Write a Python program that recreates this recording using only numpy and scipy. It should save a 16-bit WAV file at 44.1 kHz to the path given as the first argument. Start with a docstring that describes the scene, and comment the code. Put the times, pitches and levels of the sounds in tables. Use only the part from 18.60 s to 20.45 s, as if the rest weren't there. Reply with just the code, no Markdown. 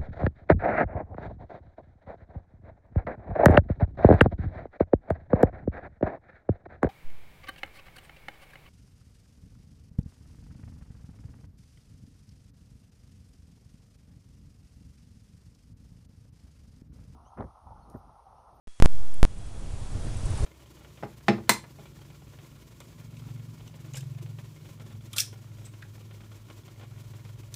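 """Camera starting up in a snowy field

The microphone input settles with a few electrical thumps: its voltage jumps, sags and
snaps back, twice hard enough to overload. Light wind on the microphone and a distant wash
fade up, while the camera adds faint hiss, a thin whine, fine clicks and lens motor ticks."""
import sys
import numpy as np
from scipy import signal
from scipy.fft import rfft, irfft
from scipy.io import wavfile
from scipy.ndimage import uniform_filter1d

SR = 44100
rng = np.random.default_rng(int(sys.argv[2]) if len(sys.argv) > 2 else 0)


def generate_wav(signal):
    """Clip the signal to [-1, 1] and save it as 16-bit WAV at the path in sys.argv[1]."""
    frames = np.transpose(np.atleast_2d(signal))
    scaled = np.clip(frames, -1, 1) * 32767
    pcm = np.round(scaled).astype(np.int16)
    wavfile.write(sys.argv[1], SR, pcm)


N = 81585
T = np.arange(N) / SR


def amp(db):
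    """Decibels to gain."""
    return 10 ** (np.asarray(db) / 20)


def unit(x):
    """Scales to rms 1."""
    return x / np.sqrt(np.mean(x ** 2) + 1e-20)


def curve(points):
    """Automation: straight lines between (time, value) points."""
    return np.interp(T, *np.transpose(points))


def noise(spectrum, patchy_db=0):
    """Coloured noise at rms 1, with optional patches drifting in time and frequency."""
    hz, db = np.transpose(spectrum)
    bands = signal.stft(rng.standard_normal(N), nperseg=512)[2]
    patches = uniform_filter1d(rng.standard_normal(bands.shape), size=9, axis=0)
    patches = uniform_filter1d(patches, size=10, axis=1)
    white = signal.istft(bands * amp(patchy_db * unit(patches)), nperseg=512)[1][:N]
    log_hz = np.log(np.fft.rfftfreq(N, 1 / SR) + 1)
    colour = amp(np.interp(log_hz, np.log(hz), db))
    return unit(irfft(rfft(white) * colour, N))


def low_pass(x, hz, taps):
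    """Steep linear-phase low-pass."""
    return signal.fftconvolve(x, signal.firwin(taps, hz, window=("kaiser", 8), fs=SR), "same")


# Dark tone of the crackle (frequency [Hz], level [dB])
CRACKLE_EQ = [(30, 0), (150, 4), (400, -7.5), (1200, -17), (3500, -32), (9000, -30.5), (12000, -37)]
# Thump cues (time [s], length [s], height [share of full scale], sag time [s], crackle level [dB])
THUMP_CUES = [(0.0727, 0.18, 0.0086, .045, -74), (0.0774, 0.17, 0.016, 0.037, -76),
              (0.2009, .023, 0.16, 0.0085, -34), (0.2241, .03483, 0.98, 0.0512, -19),
              (0.6302, 0.021, 0.91, 0.021, -23)]

def input_thumps():
    """Voltage steps that sag and cut off, with crackle riding on them."""
    crackle = noise(CRACKLE_EQ)
    thumps = np.zeros(N)
    for start, length, height, sag, crackle_db in THUMP_CUES:
        age = T - start
        gate = (age >= 0) & (age < length)
        envelope = gate * np.exp(-np.maximum(age, 0) / sag)
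        thumps += envelope * (height + amp(crackle_db) * crackle)
    return thumps


# Nearly flat tone of the hiss (frequency [Hz], level [dB])
HISS_EQ = [(20, 2), (300, -3), (1500, 0.5), (4000, -1.5), (9000, 0.5), (12000, -11)]

def electronics(whine_hz=3330, wander_hz=4, start_s=0.075):
    """The input's own hiss and the camera's thin, fluttering whine switch on together."""
    wander, flutter = unit(uniform_filter1d(rng.standard_normal((2, N)), size=700))
    phase = 2 * np.pi * np.cumsum(whine_hz + wander_hz * wander) / SR
    whine = amp(-70.5) * unit((1 + 0.37 * flutter) * np.sin(phase))
    hiss = amp(-63) * noise(HISS_EQ)
    return (whine + hiss) * (T > start_s)


# Soft, broad tone of the wash (frequency [Hz], level [dB])
WASH_EQ = [(20, -2), (100, 1.5), (200, -2), (390, -7.5), (760, -6.5), (1260, -12), (1800, -16), (3500, -19),
           (6400, -19.5), (9600, -19.5), (12000, -31.5)]

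def distant_wash():
    """The far-off background of the field: an even, faintly shifting noise."""
    return amp(-43.5) * noise(WASH_EQ, patchy_db=0.83)


# Bass-heavy tone of the wind (frequency [Hz], level [dB])
WIND_EQ = [(10, -22.5), (25, 5.5), (60, -2.5), (120, -6), (170, -15.5), (280, -23), (600, -29.5),
           (2000, -70)]
# Rise and fall of the gusts (time [s], level [dB])
GUSTS = [(.2, -14), (.3, -1.5), (.5, -8.5), (.6, -1), (.8, 0.5), (1.0, 1), (1.85, 1.5)]

def wind():
    """Light gusts on the microphone make a lumpy rumble."""
    return amp(-30.5 + curve(GUSTS)) * noise(WIND_EQ, patchy_db=2.5)


# Fader ride on the wash and wind (time [s], level [dB])
OUTDOOR_FADE = [(.05, -70), (.17, -44), (.195, -16), (.265, -7.5), (.63, -9.5), (.66, -10.5), (1.0, -7),
                (1.4, -2.5), (1.46, -1.5), (1.55, -1.5), (1.7, 1), (1.85, 4)]

def outdoors():
    """Wash and wind fade up together as the input settles."""
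    return (distant_wash() + wind()) * amp(curve(OUTDOOR_FADE))


# The input's resting voltage (time [s], offset [share of full scale])
RESTING_VOLTAGE = [(.23, 0), (.259, 0.087), (.275, .19), (.315, 0.29), (.42, .21), (.58, .18), (.63, 0.12),
                   (.65, 0.015), (1.85, 0.019)]

def input_drift():
    """A slow voltage swell under the two big thumps, falling back with the second."""
    return curve(RESTING_VOLTAGE)


# Crisp ring of the clicks (frequency [Hz], level [dB])
CLICK_EQ = [(20, -50), (6000, -22), (8500, -3), (9500, 9), (11500, -13), (14000, -22)]
# Click cues (time [s], level [dB])
CLICK_CUES = [(.541, -43.5), (1.705, -40)]

def fine_clicks(decay_s=0.0023):
    """Tiny bursts of bright noise from the camera, with a hard attack and a quick decay."""
    envelope = sum(amp(db) * (T > at) * np.exp(-abs(T - at) / decay_s) for at, db in CLICK_CUES)
    return envelope * noise(CLICK_EQ)


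# High, double-peaked ring of the ticks (frequency [Hz], level [dB])
TICK_EQ = [(20, -60), (5000, -31), (7200, -16), (8000, 3), (8700, -12), (9500, -1), (10500, -23),
           (13000, -40)]
# Tick cues, growing louder (time [s], level [dB])
TICK_CUES = [(.785, -58), (.868, -59), (.993, -58), (1.125, -57), (1.2, -54), (1.325, -52.5), (1.45, -51),
             (1.573, -47.5), (1.658, -47), (1.777, -48)]

def lens_motor(width_s=0.006):
    """The motor ticks in soft-edged pulses of high, rasping noise."""
    envelope = sum(amp(db) * np.exp(-((T - at) / width_s) ** 2) for at, db in TICK_CUES)
    return envelope * noise(TICK_EQ)


def scene():
    """The mono mix of everything that reaches the input."""
    return (input_thumps() + electronics() + outdoors() + input_drift() + fine_clicks() + lens_motor())[None]


def record(dry):
    """The preamplifier overloads, loses its top end and hits the rail; a last low-pass trims the edge."""
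    headroom, rail = 0.78, 0.707  # shares of full scale
    overloaded = np.clip(dry[0], -headroom, headroom)
    narrowed = low_pass(overloaded, hz=11480, taps=111)
    railed = np.clip(narrowed, -rail, rail)
    return low_pass(railed, hz=16600, taps=127)[None]


dry = scene()
out = record(dry)
generate_wav(out)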